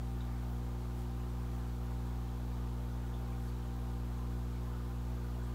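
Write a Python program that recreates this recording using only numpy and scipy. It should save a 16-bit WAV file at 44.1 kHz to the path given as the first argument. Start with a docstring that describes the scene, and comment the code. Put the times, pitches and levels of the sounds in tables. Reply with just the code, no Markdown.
"""From the start an aquarium air pump hums over a low room rumble, an even hiss and a faint electrical whine.
Its diaphragm, pulled once per mains cycle, sounds harmonics of that rate, and its housing buzzes.
The air leaves two air stones as fine bubbles that simmer and fizz at the surface and keep the tank ringing.
A larger bubble pops at 0.2 s; more pops and brief sprays of foam follow from 1 to 1.8 s and from
3.1 to 3.6 s. After a last pop at 4.6 s the hum and the simmer carry on."""
import sys
import numpy as np
from scipy import signal
from scipy.fft import rfft, irfft
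from scipy.io import wavfile
from scipy.ndimage import map_coordinates

SR = 44100
rng = np.random.default_rng(int(sys.argv[2]) if len(sys.argv) > 2 else 0)


def transcribe(signal):
    """Save signal, clipped to [-1, 1], as a 16-bit WAV file at the path in sys.argv[1]."""
    frames = np.atleast_2d(signal).T
    limited = np.clip(frames, -1, 1)
    pcm = np.round(limited * 32767).astype(np.int16)
    wavfile.write(sys.argv[1], SR, pcm)


N = 244314
TIME = np.arange(N) / SR
MAINS_HZ = 59.98


def from_db(db):
    """Decibels to amplitude ratio."""
    return 10 ** (np.asarray(db) / 20)


def unit_rms(x):
    """Normalisation to unit power."""
    return x / np.sqrt(np.mean(x ** 2) + 1e-30)


def level_at(spectrum, hz):
    """Interpolation of a spectrum on a log-frequency axis."""
    freqs, levels = np.transpose(spectrum)
    return np.interp(np.log(np.maximum(hz, 1)), np.log(freqs), levels)


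def drift(per_s):
    """Random modulation: a smooth curve of spread near 1 that changes about per_s times a second."""
    knots, coarse_s = rng.standard_normal(512), TIME[::64]
    return np.interp(TIME, coarse_s, map_coordinates(knots, [coarse_s * per_s], mode="wrap"))


def band(x, low_hz, high_hz):
    """Band-pass filtering with gentle skirts."""
    sos = signal.butter(2, [low_hz, min(high_hz, .45 * SR)], "band", fs=SR, output="sos")
    return signal.sosfilt(sos, x)


def coloured_noise(spectrum, low_hz=1, high_hz=SR):
    """Spectral shaping: noise of the given density that falls away outside two edges."""
    hz = np.fft.rfftfreq(N, 1 / SR) + 1e-3
    edges = 1 / np.sqrt((1 + (low_hz / hz) ** 8) * (1 + (hz / high_hz) ** 8))
    shaped = rfft(rng.standard_normal(N)) * from_db(level_at(spectrum, hz)) * edges
    return irfft(shaped, N) * np.sqrt(SR / 2)


def resonance(drive, hz, t60_s):
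    """A damped oscillator's response, confined to the octave around its pitch, at unit rms."""
    r, w = np.exp(-np.log(1000) / (t60_s * SR)), 2 * np.pi * hz / SR
    ringing = signal.lfilter([0, np.sin(w)], [1, -2 * r * np.cos(w), r * r], drive + 1e-18)
    return unit_rms(band(ringing, hz / np.sqrt(2), hz * np.sqrt(2)))


def clicks(per_s, spread_db):
    """Shot noise: impulses at random moments, many small and a few large."""
    out = np.zeros(N)
    moment, size, sign = rng.spawn(1)[0].random((int(per_s * N / SR), 3)).T
    level_db = spread_db * np.minimum(-np.log(1 - size), 4)
    out[(moment * N).astype(int)] = np.sign(sign - .5) * from_db(level_db)
    return out


def harmonic_series(partials, pitch_hz):
    """Superposition of steady tones on multiples of one pitch, each with a random phase."""
    return sum(np.sqrt(2) * from_db(db) * np.cos(2 * np.pi * (round(order) * pitch_hz * TIME + rng.random()))
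               for order, db in partials)


def room_noise():
    """Broadband noise: a rumble that weakens towards the treble, and an even hiss above it."""
    # Spectra of the rumble and the hiss: frequency_hz, density_db_per_hz
    rumble = [(15, -77.5), (32, -94), (50, -70), (70, -79.5), (140, -82), (190, -87), (400, -92),
              (600, -96), (1200, -100.5), (2000, -104)]
    hiss = [(1500, -104), (3900, -103), (4900, -107), (7100, -107), (7800, -108.5), (9800, -108.5),
            (12000, -108), (13500, -109.5), (16000, -109.5)]
    return coloured_noise(rumble, high_hz=1800) + coloured_noise(hiss, low_hz=1520)


def electrical_whine():
    """A very faint harmonic series with a missing fundamental."""
    # Partials of the whine: harmonic_number, rms_db
    partials = [(2, -91), (3, -89), (4, -89), (5, -92), (6, -90), (7, -92), (8, -93), (9, -93), (10, -95),
                (11, -95), (12, -94), (13, -95), (14, -97), (15, -100)]
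    return harmonic_series(partials, pitch_hz=993.3)


def tank_modes():
    """Forced resonance: churning water keeps the hollow modes of the tank sounding."""
    # Modes of the tank and its air space: pitch_hz, bandwidth_hz, rms_db
    modes = [(232, 63, -74), (362, 63, -65), (457, 16, -70.5), (599, 16, -73.5), (794, 19, -71.5),
             (1023.5, 13, -70.5), (1217, 44, -70), (1460, 16, -74.5)]
    return sum(from_db(db) * resonance(rng.standard_normal(N), hz, np.log(1000) / (np.pi * width_hz))
               for hz, width_hz, db in modes)


def fizz(rms_db, per_s, spread_db, flutter_db, bands=8):
    """Modulated shot noise: the finest bubbles burst as ticks, each size in clumps of its own."""
    edges_hz = np.geomspace(4500, 16000, bands + 1)
    ticks = sum(band(clicks(per_s / bands, spread_db), low, high) * from_db(flutter_db * drift(25))
                for low, high in zip(edges_hz, edges_hz[1:]))
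    return from_db(rms_db) * unit_rms(ticks)


def foam_sprays(low_hz, high_hz, per_s):
    """A patch of foam gives way: shot noise under a brief Gaussian envelope."""
    # Collapses of foam: centre_s, crest_rms_db, sigma_s
    sprays = [(1.0, -66.5, .03), (1.24, -79, 0.062), (1.56, -71, 0.044), (1.763, -74, .04),
              (3.45, -68.5, .05)]
    envelope = sum(from_db(db) * np.exp(-.5 * ((TIME - s) / sigma_s) ** 2) for s, db, sigma_s in sprays)
    ticks = rng.standard_normal(N) * (rng.random(N) < per_s / SR)
    return envelope * unit_rms(band(ticks, low_hz, high_hz))


def bubble_pops(t60_s, chirp_per_s, tail_db, tail_t60_s, tail_ratio):
    """A larger bubble's resonance climbs as it opens; room reverberation holds its pitch for a moment."""
    # Single larger bubbles: start_s, peak_db, pitch_hz
    pops = [(.207, -53.5, 3770), (1.05, -64, 2900), (1.235, -61, 1850), (3.139, -54.5, 3500),
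            (3.188, -65, 11700), (3.321, -59, 2300), (3.481, -58.5, 4450), (3.628, -59, 3030),
            (4.56, -61, 2280)]
    out = np.zeros(N)
    for start_s, peak_db, hz in pops:
        age = np.maximum(TIME - start_s, 0)
        ping = np.exp(-np.log(1000) * age / t60_s) * np.sin(2 * np.pi * hz * age * (1 + chirp_per_s * age))
        diffuse = unit_rms(band(rng.standard_normal(N), hz / tail_ratio, hz * tail_ratio))
        tail = (age > 0) * np.exp(-np.log(1000) * age / tail_t60_s) * diffuse
        out += from_db(peak_db) * (ping + from_db(tail_db) * tail)
    return out


def simmer(per_s, spread_db, t60_cycles, flutter_db, sizes=36):
    """Bubble resonance: thousands of small bubbles burst, each ringing at the pitch of its size."""
    # Spectrum of the water surface: pitch_hz, density_db_per_hz
    spectrum = [(220, -87.5), (380, -97), (520, -94.5), (780, -88), (1150, -90), (1500, -94),
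                (1900, -101.5), (2800, -104.5), (3900, -105.5), (4900, -113), (7000, -115)]
    pitches_hz = np.geomspace(220, 7000, sizes)
    out = np.zeros(N)
    for hz, width_hz in zip(pitches_hz, np.gradient(pitches_hz)):
        bubbles = resonance(clicks(per_s / sizes, spread_db), hz, t60_cycles / hz)
        out += bubbles * np.sqrt(width_hz) * from_db(level_at(spectrum, hz) + flutter_db * drift(12))
    return out


def housing_buzz():
    """Forced vibration: the pump housing buzzes at weak, high harmonics of the mains rate."""
    # Partials of the housing: harmonic_number, rms_db
    partials = [(27, -82), (29, -85), (30, -87), (31, -88), (36, -89), (37, -88), (42, -91), (49, -90),
                (53, -91), (55, -86), (56, -89), (60, -89), (73, -90), (74, -93), (75, -89), (76, -93),
                (79, -93), (86, -91), (87, -95), (88, -95), (94, -94), (115, -93), (119, -94), (122, -96),
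                (124, -97), (125, -97)]
    return harmonic_series(partials, MAINS_HZ)


def swell_db(order, glide_s=0.22):
    """Slow amplitude modulation of one hum partial: its level glides away, holds and glides back."""
    # Swells and dips of the hum: harmonic_number, start_s, end_s, change_db
    swells = [(6, 0.75, 1.37, 2.5), (8, -0.1, 0.56, -4), (8, 0.86, 1.35, -4), (13, 4.7, 5.34, -6.5)]

    def glide(s):
        return np.clip((TIME - s) / glide_s + .5, 0, 1)
    return sum(db * (glide(start) - glide(end)) for which, start, end, db in swells if round(which) == order)


def pump_hum(cabinet_hz, cabinet_width_hz, scatter_hz, waver, wavers_per_s, throb_db):
    """Periodic forcing: one stroke a cycle drives the cabinet; room scattering makes high partials waver."""
    # Partials of the diaphragm stroke: harmonic_number, rms_db
    partials = [(1, -39.5), (2, -44), (3, -53.5), (4, -51.5), (5, -59.5), (6, -59.5), (7, -69.5),
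                (8, -63.5), (9, -75.5), (10, -80.5), (11, -73.5), (12, -74), (13, -64), (14, -74),
                (15, -67.5), (16, -74.5), (17, -73), (19, -78.5), (20, -73.5), (23, -85), (27, -96)]
    out = np.zeros(N)
    for order, level_db in partials:
        hz = round(order) * MAINS_HZ
        lag = 2 * np.arctan2(hz * cabinet_width_hz, cabinet_hz ** 2 - hz ** 2)   # cabinet resonance
        diffuse = 1 / (1 + (scatter_hz / hz) ** 4)
        phase = 2 * np.pi * hz * TIME - lag + diffuse * rng.uniform(-np.pi, np.pi)
        in_phase = 1 + waver * diffuse * drift(wavers_per_s)
        quadrature = waver * diffuse * drift(wavers_per_s)
        amplitude = np.sqrt(2) * from_db(level_db + swell_db(round(order)))
        out -= amplitude * (in_phase * np.cos(phase) + quadrature * np.sin(phase))
    return out * from_db(throb_db * drift(5.33))


def scene():
    """Superposition of pump, bubbles and quiet room, heard in front of the glass."""
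    pump = pump_hum(cabinet_hz=166, cabinet_width_hz=40.7, scatter_hz=464,
                    waver=0.22, wavers_per_s=6.0, throb_db=0.34)
    pump += housing_buzz()
    surge = from_db(0.53 * drift(per_s=7.0))   # the bubble columns surge at random
    water = surge * (simmer(per_s=15000, spread_db=2.5, t60_cycles=37, flutter_db=2.0) + tank_modes())
    water += fizz(rms_db=-74.5, per_s=4200, spread_db=2.7, flutter_db=3.5)
    water += foam_sprays(low_hz=4450, high_hz=14100, per_s=4500)
    water += bubble_pops(t60_s=0.037, chirp_per_s=2.0, tail_db=-9.5, tail_t60_s=0.26, tail_ratio=1.045)
    return (pump + water + room_noise() + electrical_whine())[None]


def record(dry, notch_hz=10520, width_hz=1200, depth=0.41, cutoff_hz=15700):
    """Filtering: the microphone port takes a shallow notch out of the treble; a steep low-pass follows."""
    notched = signal.lfilter(*signal.iirnotch(notch_hz, notch_hz / width_hz, fs=SR), dry)
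    heard = dry + depth * (notched - dry)
    return signal.sosfilt(signal.ellip(12, .1, 80, cutoff_hz, fs=SR, output="sos"), heard)


dry = scene()
out = record(dry)
transcribe(out)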